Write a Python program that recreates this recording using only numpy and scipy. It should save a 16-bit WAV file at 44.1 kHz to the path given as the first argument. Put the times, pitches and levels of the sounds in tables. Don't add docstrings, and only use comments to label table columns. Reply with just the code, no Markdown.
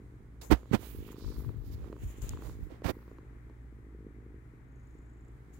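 import sys
import numpy as np
from scipy import signal
from scipy.fft import rfft, irfft, next_fast_len
from scipy.io import wavfile
from scipy.ndimage import uniform_filter1d

SR = 44100
rng = np.random.default_rng(int(sys.argv[2]) if len(sys.argv) > 2 else 0)


def dump(signal):
    limited = np.clip(np.atleast_2d(signal).T, -1, 1)
    pcm = np.round(limited * 32767).astype(np.int16)
    wavfile.write(sys.argv[1], SR, pcm)


def volts_from_db(level):
    exponent = np.asarray(level, float) / 20
    return 10 ** exponent


N = 246519
T = np.arange(N) / SR

# time_s, rate_hz
LARYNX_RATE = [(0, 24.2), (.7, 26.03), (1.45, 24.93), (1.7, 25.42), (2.3, 23.97), (2.7, 26.07),
               (3.08, 27.81), (3.2, 25.22), (3.9, 24.98), (4.4, 25.58), (4.8, 26.77), (5.25, 26.46),
               (5.32, 33.2), (5.4, 25.62), (5.62, 26.75)]
# time_s, level_db
PURR_LEVEL = [(0, -57), (.5, -67), (.9, -52.5), (1.3, -49), (1.48, -49), (1.69, -60.5), (1.86, -47),
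              (2.03, -60), (2.25, -51), (2.54, -52), (2.71, -65), (2.87, -57), (3.21, -59), (3.4, -63),
              (3.85, -60), (4.04, -54.5), (4.35, -57), (4.42, -64.5), (4.8, -64.5), (5.58, -61)]
# freq_hz, density_db_per_hz
CHEST_SPECTRUM = [(30, -6), (80, 5), (170, 1.5), (290, 5), (450, 1), (580, -20), (760, -74)]
# freq_hz, rms_db
HUM_PARTIALS = [(59.2, -53), (118.4, -59.5)]
# freq_hz, density_db_per_hz
RUMBLE_SPECTRUM = [(25, -76.5), (40, -74.5), (60, -72.5), (90, -81.5), (125, -76), (180, -87.5), (300, -85),
                   (500, -105), (900, -120), (2000, -160)]
# freq_hz, density_db_per_hz
AIR_LEFT_SPECTRUM = [(300, -100), (700, -104), (1100, -100), (2050, -99), (2400, -106), (2800, -117),
                     (4000, -124)]
AIR_RIGHT_SPECTRUM = [(300, -95), (800, -99), (1100, -100), (1500, -103), (2150, -106), (2600, -117),
                      (4000, -122)]
# time_s, left_db, right_db
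PORT_OPENING = [(0, -1, 0), (.7, -9.5, 2), (1.5, -4, 4.5), (1.7, -24, 2), (2.1, 0, 2), (2.5, 2.5, 2.5),
                (3.3, 2.5, 1.5), (3.7, 0, -2), (4.6, 1, -1.5), (5.6, -0.5, 2)]
# freq_hz, density_db_per_hz
HISS_SPECTRUM = [(2500, -121), (5500, -124), (7000, -121), (11000, -125), (16000, -127)]
# peak_s, rise_s, fall_s (20 dB spans), left_db, right_db
FLEECE_STROKES = [(.415, .004, 0.043, -56, -45.5), (.433, 0.013, 0.2, -52.5, -85),
                  (.47, 0.03, 0.057, -53.5, -85), (.86, 0.14, 0.26, -97, -50.5),
                  (.985, 0.018, 0.36, -69, -62), (1.07, 0.036, 0.11, -70, -57.5),
                  (1.12, 0.029, 0.029, -61, -54), (1.19, 0.052, 0.097, -72, -64),
                  (1.27, 0.15, 0.4, -69.5, -58), (1.66, 0.11, 1, -74, -67.5),
                  (1.74, 0.056, 0.025, -64, -54.5), (2.04, 0.071, 0.038, -58, -61),
                  (2.11, 0.15, 0.084, -58.5, -59), (2.18, 0.13, 0.076, -62.5, -67),
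                  (2.222, .015, 0.19, -51, -55.5), (2.465, 0.11, 0.14, -61, -56),
                  (2.63, 0.32, .15, -74.5, -70), (2.87, 0.052, 0.46, -84, -71.5),
                  (3.11, 0.085, .2, -75.5, -104), (5.538, 0.013, 0.11, -64, -69)]
# freq_hz, density_db_per_hz
FLEECE_LEFT_SPECTRUM = [(300, 4), (1000, -6.5), (3000, -19), (5000, -24.5), (7000, -2), (8500, -18),
                        (11000, -13.5), (16000, -17)]
FLEECE_RIGHT_SPECTRUM = [(1000, 5.5), (2500, 5), (5000, 4), (8500, -0.5), (14000, 6), (16000, 9)]
# peak_s (full pressure reached), rise_s, fall_s (20 dB spans), drag_db, hold_s
PORT_PRESSES = [(0.429, .006, 0.07, -57, .01), (0.506, 0.005, .03, -30.5, 0.0064),
                (0.511, 0.0074, 0.026, -22, 0.016), (0.546, .02, 0.09, -48.5, .005),
                (0.72, 0.003, 0.055, -58, 0.0035), (0.736, 0.018, 0.026, -29.5, 0.015),
                (0.828, 0.18, 0.077, -53.5, 0.011), (1.1, 0.67, 0.43, -70, 0.43),
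                (1.872, 0.35, 0.16, -57.5, .01), (2.238, 0.022, 0.25, -59.5, 0.098),
                (2.46, 0.16, 0.081, -52.5, 0.0092), (2.71, 0.024, 0.087, -54.5, 0.022),
                (2.845, 0.0078, 0.01, -34.5, 0.065), (2.889, 0.02, 0.0093, -31.5, 0.015)]
# freq_hz, density_db_per_hz
DRAG_SPECTRUM = [(30, 4), (60, 9.5), (300, 9), (600, 5), (1000, 0.5), (2000, -6), (4000, -15),
                 (8000, -24.5), (16000, -36)]
# start_s, level_db, favoured_hz, swing (1 inward, -1 outward)
BODY_JOLTS = [(0.5, -12, 97, -1), (0.5151, -1.5, 316, 1), (0.521, -7.5, 57.4, 1), (0.5245, -7.5, 250, 1),
              (0.5353, -13.5, 205, -1), (.713, -11.5, 164, -1), (0.7383, -5.5, 190, -1),
              (0.7439, -8.5, 274, -1), (0.7479, -11, 200, -1), (2.034, -25, 183, -1),
              (2.048, -22.5, 60, -1), (2.704, -32.5, 530, -1), (2.711, -30.5, 480, 1),
              (2.72, -30.5, 330, 1), (2.8553, -11, 110, -1), (2.8667, -17.5, 125, -1),
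              (2.8924, -19, 494, -1), (2.8967, -13.5, 253, -1), (2.9013, -15, 425, -1),
              (2.9048, -22, 277, -1)]
# freq_hz, t60_s
BODY_MODES = [(57, 0.089), (105, 0.022), (145, 0.03), (210, 0.025), (300, 0.039), (530, 0.014)]
# start_s, level_db, pop_db (relative)
MOUTH_SMACKS = [(.631, -51.5, 8), (.657, -51.5, 5), (1.492, -45, 1), (1.844, -50, 6), (1.928, -40.5, 6.5),
                (1.965, -47, 3.5), (2.335, -41, -3), (2.373, -42, -8), (2.422, -43.5, 1), (2.472, -49, 1),
                (2.496, -43, 2), (2.82, -48.5, 13.5), (3.079, -51.5, 5.5), (3.114, -52.5, 8.5),
                (3.185, -47, -0.5), (3.498, -52.5, 5)]
# from_s, to_s, level_db
WET_SPELLS = [(1.07, 1.47, -48), (2.95, 3.05, -53.5)]
# freq_hz, width_hz, gain_db
MOUTH_MODES = [(1020, 550, 18), (2300, 220, 2.5), (4330, 280, 3)]
# peak_s, left_db, right_db
GRIP_THUDS = [(.8, -65, -43.5), (0.989, -40, -37), (1.27, -31, -45), (1.384, -28.5, -42),
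              (1.485, -27.5, -44), (1.564, -30.5, -52.5), (1.701, -30.5, -34.5), (1.748, -35, -37.5),
              (1.83, -34.5, -42), (2.049, -37.5, -38.5), (2.233, -35, -34.5), (2.328, -35.5, -41),
              (2.49, -40, -35.5), (2.561, -63, -42), (2.624, -46, -35)]
# freq_hz, density_db_per_hz
THUD_SPECTRUM = [(25, -32), (45, 13.5), (80, 7.5), (120, 4.5), (180, -10.5), (300, -13.5), (600, -87)]
# peak_s, rise_s, fall_s (20 dB spans), level_db
FUR_BRUSHES = [(.86, 0.29, 0.084, -61), (1.11, .3, 0.06, -59), (1.23, 0.2, 0.32, -58),
               (2.03, 0.093, 0.084, -61.5), (2.11, .15, 0.43, -63.5), (2.25, 0.065, 0.33, -59.5)]
# time_s, centre_hz
FUR_CENTRE = [(.9, 3607), (1.07, 2700), (1.13, 2530), (1.17, 4100), (1.28, 4695), (1.4, 4150), (2.0, 2305),
              (2.15, 2400), (2.25, 3200)]
# start_s, level_db
THREAD_SNAPS = [(2.185, -49), (2.22, -35), (2.293, -24)]
# freq_hz, width_hz, gain_db
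THREAD_MODES = [(7000, 1350, 5), (12200, 6900, -12)]
# time_s, puff_db, whistle_hz (mid-chirp)
NOSE_PUFFS = [(4.6, -99, 6700), (4.79, -74, 6890), (4.83, -78, 6950), (5.05, -75.5, 7300),
              (5.28, -78, 7300), (5.36, -95, 7600)]

DRAG_GRAIN_DB = 1.3
NAP_DB, NAP_TOP_DB = -18, -39
CUSHION_S = .001
PUSH_DB_PER_OCT2 = -55
WET_LAG_CYCLES, WET_SCATTER_DB, WET_POP_DB = .54, 2.5, -1
FORE_S, FORE_DB = .009, -4.5
TICK_DB = -22
THUD_RISE_S, THUD_FALL_S = 0.082, 0.094
PUFF_AT_CYCLES, PUFF_WIDTH_CYCLES, PUFF_WIDTH_HZ = .82, .11, 750
CHIRP_HZ, LEAK_DB = 377, -12.5


def curves(table, outside=None):
    s, *columns = np.transpose(table)
    return np.array([np.interp(T, s, c, outside, outside) for c in columns])


def colour(x, points):
    hz, db = np.transpose(points)
    size = next_fast_len(N)
    log_hz = np.log(np.arange(size // 2 + 1) * SR / size + 1)
    gain = volts_from_db(np.interp(log_hz, np.log(hz), db))
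    return irfft(rfft(x, size) * gain, size)[:N] * np.sqrt(SR / 2)


def ring(x, modes):
    return sum(volts_from_db(db) * signal.lfilter(*signal.iirpeak(hz, hz / width_hz, SR), x)
               for hz, width_hz, db in modes)


def bandpass(x, order, lo_hz, hi_hz):
    return signal.sosfilt(signal.butter(order, [lo_hz, hi_hz], "band", fs=SR, output="sos"), x)


def unit(x, lo_hz, hi_hz):
    return x / np.std(bandpass(x, 4, lo_hz, hi_hz))


def walk(rate_hz):
    k = int(SR / rate_hz)
    steps = np.repeat(rng.standard_normal(N // k + 1), k)
    smooth = uniform_filter1d(uniform_filter1d(steps, k), k)[:N]
    return smooth / np.std(smooth)


def glide(x, centre_hz, width_hz):
    low = signal.sosfilt(signal.butter(2, width_hz / 2, fs=SR, output="sos"), x)
    band = low * np.sin(2 * np.pi * np.cumsum(centre_hz) / SR)
    return band / np.std(band)


def fibres(spread_db):
    grain = uniform_filter1d(rng.exponential(size=N), size=12) * 8.3
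    x = rng.standard_normal(N) * volts_from_db(spread_db * grain)
    return x / np.std(x)


def swells(rows, holds=None):
    levels = []
    for (s, rise_s, fall_s, *db), hold_s in zip(rows, holds or [0] * len(rows)):
        slope = np.maximum((s - T) / rise_s, (T - s - hold_s) / fall_s)
        levels.append(np.array(db)[:, None] - 20 * np.maximum(slope, 0))
    return np.max(levels, axis=0)


def cycles():
    return np.cumsum(curves(LARYNX_RATE)[0]) / SR - .05


def chest_purr():
    phase = cycles()
    beat = np.arange(int(phase[-1]) + 1)
    pulses = np.zeros(N + SR)
    for lag_cycles, db, slip_size in ((0, -2, 1), (.47, -5.5, 2)):
        slip, size = rng.standard_normal((2, len(beat)))
        at_s = np.interp(beat + lag_cycles, phase, T) - .0008 + .0006 * slip_size * slip
        pulses[(np.clip(at_s, 0, None) * SR).astype(int)] = -volts_from_db(db + 3.2 * size)
    flutter = .0035 * rng.standard_normal(N + SR)
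    chest = unit(colour((pulses + flutter)[:N], CHEST_SPECTRUM), 136, 900)
    return chest * volts_from_db(curves(PURR_LEVEL)[0]) * volts_from_db([[-.4], [.4]])


def motor_hum():
    turn = 2 * np.pi * np.cumsum(1 + 0.00517 * walk(5)) / SR
    return sum(np.sqrt(2) * volts_from_db(db + 1.15 * walk(3.01)) * np.sin(hz * turn) for hz, db in HUM_PARTIALS)


def room_noise():
    shared, *separate = [colour(rng.standard_normal(N), RUMBLE_SPECTRUM) for _ in range(3)]
    air = [colour(rng.standard_normal(N), spectrum + [(6000, -150)])
           for spectrum in (AIR_LEFT_SPECTRUM, AIR_RIGHT_SPECTRUM)]
    hiss = [colour(rng.standard_normal(N), [(1000, -140)] + HISS_SPECTRUM) * volts_from_db(1.5 * walk(5))
            for _ in range(2)]
    return shared + 0.43 * np.array(separate) + air * volts_from_db(curves(PORT_OPENING)) + hiss


def rustle(points, shift_db):
    edges_hz = [(300, 2000), (2000, 3500), (3500, 6000), (6000, 10000), (10000, 17000)]
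    x = sum(bandpass(fibres(1.2), 3, lo_hz, hi_hz) * volts_from_db(shift_db * walk(8.1)) for lo_hz, hi_hz in edges_hz)
    return unit(colour(x, points), 4000, 15500)


def fleece(drag_db):
    left_db, right_db = swells(FLEECE_STROKES)
    right_db = np.maximum(right_db, np.minimum(drag_db + NAP_DB, NAP_TOP_DB))
    left = rustle(FLEECE_LEFT_SPECTRUM, 1.0) * volts_from_db(left_db + 1.4 * walk(38.83))
    right = rustle(FLEECE_RIGHT_SPECTRUM, 2.5) * volts_from_db(right_db + 1.4 * walk(41.3))
    return np.array([left, right])


def drag(drag_db):
    return unit(colour(fibres(DRAG_GRAIN_DB), DRAG_SPECTRUM), 460, 3900) * volts_from_db(drag_db + walk(60))


def jolts():
    out = np.zeros(N)
    t = np.arange(SR // 5) / SR
    for s, db, push_hz, swing in BODY_JOLTS:
        modes = 0
        for hz, t60_s in BODY_MODES:
            level = volts_from_db(db + PUSH_DB_PER_OCT2 * np.log2(hz / push_hz) ** 2)
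            modes = modes + level * np.sin(2 * np.pi * hz * t) * np.exp(-np.log(1000) * t / t60_s)
        out[int(s * SR):][:len(t)] += np.sign(swing) * modes * (1 - np.exp(-t / CUSHION_S))
    return out


def wet_clicks():
    phase, rows = cycles(), []
    for start_s, end_s, db in WET_SPELLS:
        first, last = np.interp([start_s, end_s], T, phase) - WET_LAG_CYCLES
        for s in np.interp(np.arange(np.ceil(first), last) + WET_LAG_CYCLES, phase, T):
            size, fore, slip = rng.standard_normal(3)
            rows += [(s + 0.00107 * slip, db + WET_SCATTER_DB * size, WET_POP_DB),
                     (s - FORE_S, db + FORE_DB + 0.77 * fore, WET_POP_DB)]
    return rows


def mouth_clicks():
    one = np.zeros(600)
    one[0] = 1
    pop = -ring(np.convolve(one, np.hanning(70))[:600], [(380, 260, 0)])
    out = np.zeros((2, N))
    for s, db, pop_db in MOUTH_SMACKS + wet_clicks():
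        shape = [(hz * (1 + 0.038 * rng.standard_normal()), width_hz, d) for hz, width_hz, d in MOUTH_MODES]
        mouth = ring(ring(one, shape), shape)
        tick = np.diff(rng.standard_normal(601)) * np.exp(-np.arange(600) / 21.0)
        sound = mouth / mouth.max() + volts_from_db(pop_db) * pop / -pop.min() + volts_from_db(TICK_DB) * tick / abs(tick).max()
        i = int(s * SR)
        out[:, i:i + 600] += volts_from_db(db + np.array([[-1.5], [1.5]])) * sound
    return out


def thuds():
    noise = [unit(colour(rng.standard_normal(N), THUD_SPECTRUM), 23, 150) * volts_from_db(2.0 * walk(24.71))
             for _ in range(2)]
    return noise * volts_from_db(swells([(s, THUD_RISE_S, THUD_FALL_S, *db) for s, *db in GRIP_THUDS]))


def fur():
    hiss = glide(fibres(0.96), curves(FUR_CENTRE)[0], width_hz=1750)
    return hiss * volts_from_db(swells(FUR_BRUSHES)[0] + 0.55 * walk(29.0))


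def thread_snaps():
    pulses = np.zeros(N)
    for s, db in THREAD_SNAPS:
        pulses[int(s * SR)] = -volts_from_db(db) * 5
    return ring(pulses, THREAD_MODES)


def nose_puffs():
    phase = cycles()
    from_puff = phase % 1 - PUFF_AT_CYCLES
    puff_size_db = 2.0 * rng.standard_normal(int(phase[-1]) + 1)
    gate = np.exp(-(from_puff / PUFF_WIDTH_CYCLES) ** 2) * volts_from_db(puff_size_db[phase.astype(int)]) + volts_from_db(LEAK_DB)
    puff_db, whistle_hz = curves(NOSE_PUFFS)
    whistle_hz = whistle_hz + CHIRP_HZ * np.tanh(from_puff / .15)
    nose = glide(rng.standard_normal(N), whistle_hz, PUFF_WIDTH_HZ) * gate * volts_from_db(puff_db)
    return nose * volts_from_db([[0], [-3]])


def scene():
    drag_db = swells([p[:-1] for p in PORT_PRESSES], [p[-1] for p in PORT_PRESSES])[0]
    cat = chest_purr() + mouth_clicks() + nose_puffs()
    cloth = fleece(drag_db) + thuds()
    cloth[0] += thread_snaps()
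    cloth[1] += drag(drag_db) + jolts() + fur()
    return cat + cloth + motor_hum() + room_noise()


def roll_off(x):
    return signal.sosfilt(signal.butter(12, 16600, fs=SR, output="sos"), x)


def record(dry):
    no_top = signal.sosfilt(signal.ellip(10, .3, 60, 15800, fs=SR, output="sos"), dry)
    mix = signal.sosfilt(signal.butter(3, 34, "high", fs=SR, output="sos"), no_top)
    return roll_off(mix)


dry = scene()
out = record(dry)
dump(out)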